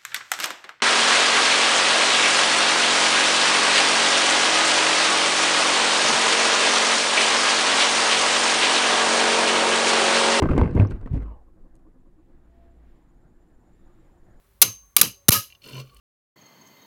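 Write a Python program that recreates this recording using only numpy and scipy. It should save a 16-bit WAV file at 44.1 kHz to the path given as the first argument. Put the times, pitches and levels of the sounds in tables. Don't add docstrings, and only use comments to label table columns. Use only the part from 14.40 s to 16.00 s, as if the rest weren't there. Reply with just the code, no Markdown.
import sys
import numpy as np
from scipy import signal
from scipy.fft import rfft, irfft
from scipy.io import wavfile
from scipy.ndimage import uniform_filter1d

SR = 44100
rng = np.random.default_rng(int(sys.argv[2]) if len(sys.argv) > 2 else 0)


def log_audio(samples):
    frames = np.atleast_2d(samples).T
    limited = np.clip(frames, -1, 1)
    pcm = np.round(limited * 32767).astype(np.int16)
    wavfile.write(sys.argv[1], SR, pcm)


N = 70560
T = np.arange(N) / SR
HZ = np.fft.rfftfreq(N, 1 / SR) + 1

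# (time [s], level [dB], rise [s], t60 [s], tilt [dB/octave],
# metal ring [dB], bowl boom [dB], hollow ring [dB])
CLASHES = [(.224, -20.5, .004, 0.22, -1, -25, -36.5, -53), (0.579, -22.5, 0.0023, 0.2, -1, -60, -30, -43),
           (0.623, -20.5, 0.00466, 0.19, -1, -36, -40, -66),
           (0.9135, -11.5, 0.0071, 0.22, 0.5, -37.5, -30.5, -32.5)]
# (time [s], scrape [dB], drone [dB], rumble [dB])
ROLL_LEVELS = [(1.2, -90, -80, -89), (1.236, -58.5, -73, -64), (1.266, -57.5, -54, -52),
               (1.312, -55, -64, -49.5), (1.338, -54, -39.5, -49), (1.402, -50.5, -36, -46),
               (1.439, -66, -44.5, -55), (1.522, -72.5, -64.5, -62.5), (1.6, -70, -84, -69)]


def amp(db):
    return 10 ** (np.asarray(db) / 20)


def noise(shape):
    x = irfft(rfft(rng.standard_normal(N)) * shape, N)
    return x / np.std(x)


def noise_band(shape, colour):
    return noise(shape) * np.sqrt(np.mean(shape ** 2) / np.mean(colour ** 2))


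def eq_curve(points):
    hz, db = np.array(points).T
    return amp(np.interp(np.log(HZ), np.log(hz), db))


def bumps(peaks):
    return sum(amp(db) / np.hypot(1, 2 * (HZ - hz) / width) for hz, width, db in peaks)


def fade(start, t60, rise=1e-4, hold=0.):
    t = np.maximum(T - start, 0)
    return (1 - np.exp(-(t / rise) ** 2)) * amp(-60 * np.maximum(t - hold, 0) / t60)


def fader(table, column):
    points = np.array(table)
    return amp(np.interp(T, points[:, 0], points[:, column], left=-120))


def modes(x, table):
    out = 0
    for hz, db, t60 in table:
        pole = np.exp(2j * np.pi * hz / SR - np.log(1000) / (t60 * SR))
        out = out + amp(db) * signal.lfilter([1], [1, -pole], x).imag
    return out


def drift(rate_hz):
    return noise(1 / (1 + (HZ / rate_hz) ** 4))


def dense_modes(width_hz=27, spread_db=2):
    ripple = uniform_filter1d(rng.standard_normal(len(HZ)), int(width_hz / (HZ[1] - HZ[0])))
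    return amp(spread_db * ripple / np.std(ripple))


def room_tone(level_db=-65):
    # (frequency [Hz], level [dB])
    room_eq = [(80, -10.5), (130, -20.5), (220, -28), (500, -35), (1120, -32.5), (2880, -40), (6350, -44.5),
               (17500, -37)]
    colour = eq_curve(room_eq) * (HZ > 75)
    centres = 100 * 2. ** np.arange(8)
    bands = [colour * np.cos(np.pi / 2 * np.clip(np.log2(HZ / hz), -1, 1)) for hz in centres]
    return sum(noise_band(band, colour) * amp(level_db + 1.2 * drift(5)) for band in bands)


def hum():
    # (time [s], level [dB])
    levels = [(0, -69), (0.102, -58.5), (0.601, -68.5), (1.202, -71), (1.399, -59), (1.6, -56)]
    return fader(levels, 1) * noise(bumps([(52, 16, 0)]) ** 2)


def spinning(spin_hz=43.3):
    air = noise(bumps([(11800, 3900, 0.0072), (4060, 230, 0.047)]) ** 2)
    whirr = np.cos(np.pi * spin_hz * T) ** 4 * air * amp(-74 + 1.5 * drift(10))
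    murmur = sum(amp(-80 + 4 * drift(4)) * noise(bumps([(hz, 35, 0)]) ** 2) for hz in (390, 565, 1110))
    return whirr + murmur


def rolling(drone_hz=129):
    # (frequency [Hz], level [dB])
    scrape_eq = [(1500, -38.5), (2100, -13), (2950, -11), (4280, -10.5), (7940, -17.5), (11500, -19.5),
                 (13000, -14.5), (17500, -29)]
    # (frequency [Hz], width [Hz], level [dB])
    rumble_peaks = [(217.6, 190, 0), (457, 130, -3), (573, 50, -6.5), (1408, 170, -3.5)]
    # (time [s], pitch [Hz], level [dB])
    ring_path = [(1.23, 1001, -65.5), (1.381, 1017, -47.5), (1.429, 1136, -58.5), (1.6, 1143, -61)]
    scrape = fader(ROLL_LEVELS, 1) * amp(2.7 * drift(110)) * noise(eq_curve(scrape_eq))
    drone_phase = 2 * np.pi * np.cumsum(drone_hz * (1 + drift(3.2) / 50)) / SR
    drone = fader(ROLL_LEVELS, 2) * np.sqrt(2) * np.sin(drone_phase)
    rumble = fader(ROLL_LEVELS, 3) * amp(2.5 * drift(25)) * noise(bumps(rumble_peaks) ** 2)
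    times, pitches, _ = np.array(ring_path).T
    ring_phase = 2 * np.pi * np.cumsum(np.interp(T, times, pitches)) / SR
    ring = fader(ring_path, 2) * drift(55) * np.sin(ring_phase)
    return scrape + drone + rumble + ring


def tip_ticks():
    # (time [s], level [dB])
    ticks = [(1.1019, -38), (1.1238, -34.5), (1.1499, -34.5), (1.2185, -43), (1.2393, -37.5), (1.2614, -30),
             (1.285, -30), (1.309, -36), (1.3316, -26.5), (1.3534, -28), (1.3783, -29.5), (1.3992, -30),
             (1.4224, -47), (1.471, -45.5), (1.4956, -43.5), (1.5648, -41), (1.5892, -50.5)]
    # (frequency [Hz], level [dB], t60 [s])
    tip_modes = [(2410, -5, 0.041), (3510, -18.5, 0.06), (2765, -1, 0.034), (2947, 0.5, 0.022),
                 (4335, -2.5, 0.023), (5130, -10, 0.03), (6060, -12.5, 0.12)]
    taps = sum(amp(db - 3.5) * fade(s - .001, t60=.015, rise=.0014) for s, db in ticks)
    rub = amp(.5) * fader(ROLL_LEVELS, 1)
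    grit = noise(bumps([(3900, 3200, 0)]) ** 2) / 20
    return modes((taps + rub) * grit, tip_modes)


def bright_clicks():
    # (time [s], level [dB])
    clicks = [(1.254, -40), (1.275, -34), (1.298, -38), (1.345, -36), (1.5452, -41), (1.569, -40)]
    bursts = sum(amp(db) * fade(s, t60=.01, rise=.0014) for s, db in clicks)
    return bursts * noise(bumps([(9200, 1500, -1), (13000, 5400, -2)]) ** 2)


def bowl_boom(t60=.13, hold=.051):
    # (frequency [Hz], level [dB], t60 [s])
    boom_modes = [(112, 0, .09), (185, -5, .07), (280, -9, .05)]
    # (frequency [Hz], level [dB], t60 [s])
    hollow_modes = [(1260, -6, 0.11), (1256, -8, 0.051), (1660, -1, 0.048), (547.6, -11.5, 0.11)]
    boom = sum(amp(db) * fade(s, t60, rise=.036, hold=hold) for s, *_, db, _ in CLASHES)
    hollow = sum(amp(db) * fade(s, t60, rise=.016, hold=hold) for s, *_, db in CLASHES)
    low_noise = noise(bumps([(151, 360, 0)]) * (HZ > 85)) / 100
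    return modes(boom * low_noise, boom_modes) + modes(hollow * rng.standard_normal(N) / 10, hollow_modes)


def metal_ring():
    # (frequency [Hz], level [dB], t60 [s])
    partials = [(6322.5, 0, .42), (6228.5, -14, .42), (6133.5, -9, .42)]
    strikes = np.zeros(N)
    for s, *_, metal_db, _, _ in CLASHES:
        strikes[int(s * SR)] = amp(metal_db)
    return modes(strikes, partials)


def ring_out(flicker_db=2, peaks_db=-9.5):
    # (frequency [Hz], level [dB])
    tail_eq = [(88, -38), (150, -2.5), (554, -4), (677, -14), (1210, -1), (1540, -13), (2820, 2.5),
               (3660, -4.5), (6180, 2), (8020, -5), (12500, 3), (17200, -12.5)]
    top_peaks = [2918, 4030, 4870, 6460, 9280, 10140, 11700, 13150]
    colour = eq_curve(tail_eq) * dense_modes()
    tail = 0
    for hz in 180 * 2 ** np.arange(0, 7, .5):
        band = colour * np.cos(np.pi * np.clip(np.log2(HZ / hz), -.5, .5))
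        octaves = np.log2(hz / 4000)
        hold = .002 * max(-octaves, 0)
        stretch = (hz / 2000) ** .062 * (.92 if hz > 7000 else 1)
        envelope = sum(amp(db + tilt * octaves) * fade(s, t60 * stretch, rise, hold)
                       for s, db, rise, t60, tilt, *_ in CLASHES)
        tail = tail + envelope * amp(flicker_db * drift(140)) * noise_band(band, colour)
    peaks = bumps([(hz, 180, 0) for hz in top_peaks]) ** 2
    for stretch, band in ((1.217, HZ < 8000), (1, HZ >= 8000)):
        envelope = sum(amp(db) * fade(s, t60 * stretch, rise) for s, db, rise, t60, *_ in CLASHES)
        tail = tail + amp(peaks_db) * envelope * noise(peaks * band)
    return tail


def clacks(knock_gain_db=-39.5):
    # (time [s], level [dB], hold [s], t60 [s], knock offset [dB])
    contacts = [(0.2166, -1, .003, 0.012, -10), (0.2212, -2, .0045, 0.024, 2),
                (0.5651, -2, .002, 0.023, 0.5), (0.6133, 1.5, .003, 0.016, 0.5),
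                (0.8837, -6, .001, .02, 1.5), (0.8877, -2, .005, 0.011, -2.5),
                (0.904, -17, .005, 0.0082, 8)]
    # (frequency [Hz], level [dB])
    crack_eq = [(88, -45.5), (150, -35.5), (3490, -7.5), (4010, -5.5), (6600, -4), (8050, -12),
                (8720, -3.5), (12500, 0.5), (17500, -13)]
    # (frequency [Hz], level [dB], t60 [s])
    knock_modes = [(1199.5, -1, 0.031), (1429, -4.5, 0.044), (2327, 2, 0.027), (4047, 2, 0.039)]
    grind = sum(amp(db) * fade(s, t60, hold=hold) for s, db, hold, t60, _ in contacts)
    blows = sum(amp(db + offset) * fade(s, t60, hold=hold) for s, db, hold, t60, offset in contacts)
    crack = grind * noise(eq_curve(crack_eq) * dense_modes())
    return crack + amp(knock_gain_db) * modes(blows * rng.standard_normal(N), knock_modes)


def mic_thump(start=.8885, pitch_hz=100, swoop_hz=425, swoop_s=.002):
    t = np.maximum(T - start, 0)
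    cycles = pitch_hz * t + swoop_hz * swoop_s * (1 - np.exp(-t / swoop_s))
    return -amp(-5) * fade(start, t60=.032, hold=.005) * np.sin(2 * np.pi * cycles)


def scene():
    # (time [s], length [s], depth [dB])
    dropouts = [(.6065, .0045, -20), (.8955, .0095, -60)]
    dip_db = sum(db * np.exp(-((T - s - length / 2) / (length / 2)) ** 4) for s, length, db in dropouts)
    bed = room_tone() + hum() + spinning()
    wandering = rolling() + tip_ticks() + bright_clicks()
    clashes = bowl_boom() + metal_ring() + ring_out() + clacks()
    return ((bed + wandering + clashes) * amp(dip_db) + mic_thump())[None]


def record(dry, ceiling=.84, cutoff_hz=17400):
    lowpass = signal.cheby1(9, .3, cutoff_hz, fs=SR, output="sos")
    return signal.sosfilt(lowpass, np.clip(dry, -ceiling, ceiling))


dry = scene()
out = record(dry)
log_audio(out)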